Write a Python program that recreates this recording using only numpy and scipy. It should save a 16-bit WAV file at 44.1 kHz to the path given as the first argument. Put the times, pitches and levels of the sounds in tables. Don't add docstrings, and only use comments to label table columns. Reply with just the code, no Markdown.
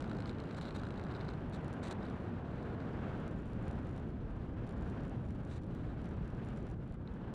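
import sys
import numpy as np
from scipy import signal
from scipy.fft import rfft, irfft, next_fast_len
from scipy.io import wavfile
from scipy.ndimage import uniform_filter1d

SR = 44100
rng = np.random.default_rng(int(sys.argv[2]) if len(sys.argv) > 2 else 0)


def wav_record(signal):
    frames = np.transpose(np.atleast_2d(signal))
    bounded = np.clip(frames, -1, 1)
    quanta = np.round(bounded * 32767).astype(np.int16)
    wavfile.write(sys.argv[1], SR, quanta)


def to_linear_factor(level_db):
    exponent = np.asarray(level_db, float) / 20
    return 10 ** exponent


N = 323694

# (f/Hz, level/dB, time to fall 60 dB/s)
PANEL_MODES = [(3530, -6.5, 0.0013), (4370, 17, 0.00092), (5760, 2, 0.0036), (6970, 8, 0.0024),
               (8040, -10.5, 0.0027), (9060, 1.5, 0.0049), (9000, -21, 0.025), (10300, -5.5, 0.0025),
               (15300, -11.5, .004)]


def unit(x):
    return x / np.sqrt(np.mean(x ** 2))


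def shaped(x, colour):
    hz, db = np.transpose(colour)
    size = next_fast_len(N)
    bin_hz = np.arange(size // 2 + 1) * SR / size + 1
    gain = to_linear_factor(np.interp(np.log(bin_hz), np.log(hz), db))
    return irfft(rfft(x, size) * unit(gain), size)[:N]


def walk(rate_hz):
    hold = int(SR / rate_hz)
    steps = np.repeat(rng.standard_normal(N // hold + 1), hold)
    return unit(uniform_filter1d(uniform_filter1d(steps, hold), hold)[:N])


def struck(times, peak_db, modes, scatter_db, spread, rise_s=0.00015):
    out, t = np.zeros(N + 1024), np.arange(1024) / SR
    hz, db, t60 = np.transpose(modes)[:, :, None]
    chance = rng.standard_normal((len(times), 2, len(modes), 1))
    for s, top_db, (mix, detune) in zip(times, peak_db, chance):
        fade = to_linear_factor(db + scatter_db * mix - 60 * t / t60)
        ring = fade * np.sin(2 * np.pi * hz * (1 + spread * detune) * t)
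        ring = ring.sum(axis=0) * np.minimum(t / rise_s, 1)
        out[int(s * SR):][:1024] += to_linear_factor(top_db) * ring
    return out[:N]


def flow():
    # (t/s, strength/dB, fineness of the eddies/dB)
    airflow = [(0, -41, -10.5), (.5, -42, -9.5), (.9, -42, -10.5), (1.2, -41.5, -9), (1.48, -41.5, -12),
               (1.7, -42, -8.5), (2.1, -41, -9.5), (2.45, -42, -11), (2.65, -42, -9), (3.1, -40, -10),
               (3.45, -41, -15), (3.7, -40.5, -12), (4.2, -41.5, -16), (4.95, -40.5, -12.5),
               (5.3, -41, -16), (6.6, -41, -14), (6.9, -42.5, -17.5), (7.34, -42.5, -10.5)]
    # (by strength [dB per dB], by fineness [dB per dB])
    follow = [
        (1.4, -0.92),
        (1.53, 0.37),
        (1.5, 1.14),
        (2, 0.6),
    ]
    s, *controls = np.transpose(airflow)
    changes = controls - np.mean(controls, axis=1, keepdims=True)
    return s, np.array(follow) @ changes


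def lulls():
    # (t/s, recovery/s, change/dB)
    lapses = [
        (2.44, 0.08, 1),
        (4.5, .2, -3),
        (4.06, 0.3, -2.5),
        (5.269, 0.09, -3.5),
        (5.6, 0.2, -4.5),
        (6.745, 0.15, -8.5),
        (6.96, .3, -5.5),
    ]
    t, out = np.arange(N) / SR, np.zeros(N)
    for s, recovery, db in lapses:
        out += db * (t > s) * np.clip(1.5 - 2.7 * (t - s) / recovery, 0, 1)
    return uniform_filter1d(out, int(0.006 * SR))


def wind():
    # (f/Hz, level/dB per Hz)
    air = [(16, -13.5), (55, -1.4), (115, 0.5), (220, -2.5), (500, -13.5), (1150, -23), (1550, -24),
           (2000, -32.5), (3000, -38), (4200, -47), (5200, -53.5), (7700, -61), (9300, -65.5),
           (11500, -73.5)]
    part_hz = (50, 200, 1000, 5500)
    s, swing = flow()
    t = np.arange(N) / SR
    size = next_fast_len(N)
    spectrum = rfft(shaped(rng.standard_normal(N), air), size)
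    octave = np.log2(np.arange(size // 2 + 1) * SR / size + 1)
    gust, puff, lull_db = walk(50), walk(120), lulls()
    out = 0
    for centre in np.arange(4, 14.5, 0.5):
        band = irfft(spectrum * np.maximum(1 - 2 * np.abs(octave - centre), 0), size)[:N]
        points = [np.interp(centre, np.log2(part_hz), column) for column in swing.T]
        small = np.clip((centre - 8.5) / 2.7, 0, 1)
        patch_db = small * (0.77 * gust + 1.25 * puff + lull_db) + 0.46 * walk(25)
        out = out + band * to_linear_factor(np.interp(t, s, points) + patch_db)
    return unit(out) * to_linear_factor(-41.0)


def servo_runs():
    # (t/s, length/s, level/dB, load on the case/dB)
    runs = [(0.268, 0.039, -71, -1), (0.568, 0.022, -66.5, 0), (0.613, 0.02, -68, 5),
            (0.643, 0.047, -78, 11), (0.747, 0.025, -64.5, 0), (0.783, 0.018, -73, 6),
            (0.972, 0.015, -77, 8), (1.109, 0.016, -77.5, 10), (1.147, 0.023, -82, 13),
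            (1.204, 0.015, -85, 18), (1.247, .012, -82, 7), (1.284, 0.011, -81, 12), (1.304, .012, -79, 8),
            (1.526, 0.044, -67.5, -2.5), (1.829, 0.0585, -61.5, -16), (1.889, 0.025, -70.5, -4),
            (1.909, 0.02, -57, -11), (2.047, 0.014, -73.5, 4), (5.473, 0.026, -79, -6),
            (5.499, 0.085, -69.5, -23), (5.71, 0.24, -83, -2), (2.0, .3, -89, 7), (2.45, .3, -84, 2)]
    t, drive, load = np.arange(N) / SR, np.zeros(N), np.zeros(N)
    for s, length, db, load_db in runs:
        powered = (t > s) & (t < s + length)
        drive += to_linear_factor(db + 7.5) * powered
        load += to_linear_factor(db + load_db + 2.0) * powered
    return drive, load


def servo_twitches(hold_end_s):
    # (t/s, peak/dB, gear chatter
    # against the usual/dB)
    twitches = [(0.023, -49.5, 6), (0.0428, -49.5, 4), (0.096, -49, 6), (0.1142, -48.5, -2), (0.168, -52, -2),
                (0.188, -54.5, 4), (0.2034, -47.5, 3), (0.222, -49, 2), (0.2577, -46, -2), (0.294, -47, 0.1),
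                (0.3845, -50.5, -2), (0.438, -56, 3), (0.5097, -51, 1), (0.5464, -50, -1), (0.5855, -48.5, 0.1),
                (0.612, -46.5, 4), (0.6533, -49, 5), (0.689, -49, 1), (0.7075, -45.5, -4), (0.752, -50, -3),
                (0.834, -45.5, 2), (0.8524, -52, -3), (0.906, -47.5, -2), (0.9955, -46.5, 1), (1.1124, -51, -8),
                (1.1503, -48, -3), (1.165, -47, -10), (1.2101, -48, -14), (1.275, -57, -8), (1.2887, -45, -8),
                (.0056, -49, 6),
        (.866, -54, -3),
        (2.029, -53, -2),
        (2.065, -52, -6),
        (2.085, -54, -6),
        (2.627, -58, 1),
        (2.803, -55, -4),
        (3.031, -63, -1),
        (7.075, -54.5, -14),
        (7.216, -70, -4),
    ]
    # (f/Hz, level/dB, time to fall 60 dB/s)
    case = [(1445, 11, 0.0064), (2250, 5, 0.0062), (3000, 5, 0.0046), (4010, 6, 0.0062), (4750, 3, 0.0046),
            (5540, -8, 0.0036), (7400, -16, 0.0037)]
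    s, db, gear_db = np.transpose(twitches)
    frames = np.arange(0.0056, hold_end_s, 0.01799)
    slight_db = -59.5 + 3.5 * rng.standard_normal(len(frames))
    kicks = np.zeros(N)
    kicks[(s * SR).astype(int)] = to_linear_factor(db + gear_db - 11.5)
    kicks[(frames * SR).astype(int)] += to_linear_factor(slight_db - 6.0)
    coasting = signal.lfilter([1], [1, -np.exp(-1 / (0.0038 * SR))], kicks)
    slight = struck(frames, slight_db, case, scatter_db=3.5, spread=0.027, rise_s=0.00066)
    knocks = struck(s, db - 0.5, case, scatter_db=3.5, spread=0.038, rise_s=0.0012)
    return coasting, slight + knocks


def servo():
    # (f/Hz, level/dB per Hz)
    gears = [(1300, 1), (2300, -5.5), (3200, -10.5), (3900, -3), (4700, -13.5), (5300, -16), (5900, -13.5),
             (6800, -16), (7700, -13), (8500, -20), (9500, -15.5), (10300, -42), (11400, -28), (13000, -66)]
    # (f/Hz, level/dB per Hz)
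    loaded_case = [(2600, -22), (3500, -1.5), (3900, 4), (4600, -7), (6000, -33.5)]
    hold_end_s = 1.35
    drive, load = servo_runs()
    coasting, knocks = servo_twitches(hold_end_s)
    strain = to_linear_factor(-82 + 3.0 * walk(25)) * (np.arange(N) / SR < hold_end_s)
    teeth = rng.standard_normal((2, N)) * to_linear_factor(2.2 * walk(400))
    turning = uniform_filter1d(drive, int(0.002 * SR)) + coasting + strain
    chatter = shaped(teeth[0] * turning, gears)
    groan = shaped(teeth[1] * (load + 0.68 * strain), loaded_case)
    return chatter + groan + knocks


def panel_rattle():
    touch_db = np.minimum(6.1 * rng.exponential(size=N), 13)
    touches = (rng.random(N) < 500 / SR) * to_linear_factor(touch_db)
    s, swing = flow()
    hiss_db = np.interp(np.arange(N) / SR, s, swing[-1])
    push_db = 0.6 * (hiss_db + lulls()) + 1.5 + 2.2 * walk(8.2)
    one_touch = struck([0], [-94.5], PANEL_MODES, scatter_db=1.1, spread=0.012)[:1024]
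    return signal.fftconvolve(touches * to_linear_factor(push_db), one_touch)[:N]


def flutter():
    # (t/s, peak/dB)
    hard = [(1.039, -58), (1.4979, -64), (1.6458, -61), (1.681, -59.5), (1.7296, -58.5), (1.7375, -60),
            (2.1001, -65), (3.2792, -60.5), (3.5336, -65), (3.627, -66), (3.681, -59), (3.7123, -64),
            (3.9794, -65), (4.6681, -66.5), (4.8238, -67), (4.8998, -63.5), (5.0519, -67), (5.0806, -66),
            (5.3074, -65.5), (5.4505, -64.5), (5.7496, -62.5), (6.0173, -66.5), (6.057, -64.5),
            (6.2563, -71), (6.3036, -66.5), (6.505, -74), (6.5729, -63.5), (6.701, -66), (6.9238, -68.5),
            (7.3393, -58.5)]
    # (t/s, length/s, ticks per s, usual peak/dB)
    spells = [(1.377, .09, 40, -74), (2.025, .14, 35, -77), (2.585, .46, 11, -86), (3.158, .05, 35, -71.5),
              (3.304, .22, 60, -71.5), (3.645, .37, 38, -70.5), (4.064, .05, 60, -74),
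              (4.268, 0.26, 15, -75), (4.662, 0.066, 40, -67), (4.762, 0.16, 60, -72.5),
              (4.98, 0.14, 22, -68.5), (5.229, .27, 50, -73), (5.613, 0.07, 80, -72),
              (5.984, 0.42, 24, -70), (6.438, .29, 42, -69), (6.843, .12, 29, -71.5), (7.135, .02, 79, -75)]
    even = 0.49
    rows = list(hard)
    for start, length, rate, db in spells:
        gaps = (even + (1 - even) * rng.exponential(size=32)) / rate
        at = np.cumsum(gaps) - gaps[0] / 2
        top_db = db + 3.5 * np.clip(rng.standard_normal(size=32), -2, 1.3)
        rows += [(start + a, top) for a, top in zip(at, top_db) if a < length]
    return np.transpose(rows)


def panel_snaps():
    # (t/s, peak/dB)
    sharp = [
        (1.039, -64),
        (1.7296, -66),
        (1.915, -60),
        (2.252, -70),
        (3.681, -68),
        (4.807, -69),
        (5.7496, -58),
        (7.3385, -57),
    ]
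    out = np.zeros(N)
    for s, top_db in sharp:
        out[int(s * SR):][:2] = to_linear_factor(top_db) * np.array([1, -1])
    return out


def panel():
    # (f/Hz, level/dB)
    hull = [(1000, 4.5), (11000, -5), (11700, -14), (14200, -13), (15200, -5)]
    # (f/Hz, level/dB)
    ring_colour = [(4000, -23.5), (5500, 0), (7000, -0.5), (8300, -5), (9250, 1), (10000, -9),
                   (11000, -7.5), (11600, -31)]
    s, db = flutter()
    blows = np.zeros(N)
    blows[(s * SR).astype(int)] = to_linear_factor(db - 20.5)
    fading = signal.lfilter([1], [1, -np.exp(-1 / (0.0085 * SR))], blows)
    after_ring = shaped(fading * rng.standard_normal(N), ring_colour)
    ticks = struck(s, db + 2.3, PANEL_MODES, scatter_db=2.0, spread=0.015)
    return shaped(ticks + panel_rattle(), hull) + after_ring + panel_snaps()


def scene():
    return (wind() + servo() + panel())[None]


def roll_off(x):
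    return signal.sosfilt(signal.butter(12, 15740, fs=SR, output="sos"), x)


def record(dry):
    top = to_linear_factor(-31)
    hiss = to_linear_factor(-104) * rng.standard_normal(dry.shape)
    return roll_off(np.clip(dry, -top, top) + hiss)


dry = scene()
out = record(dry)
wav_record(out)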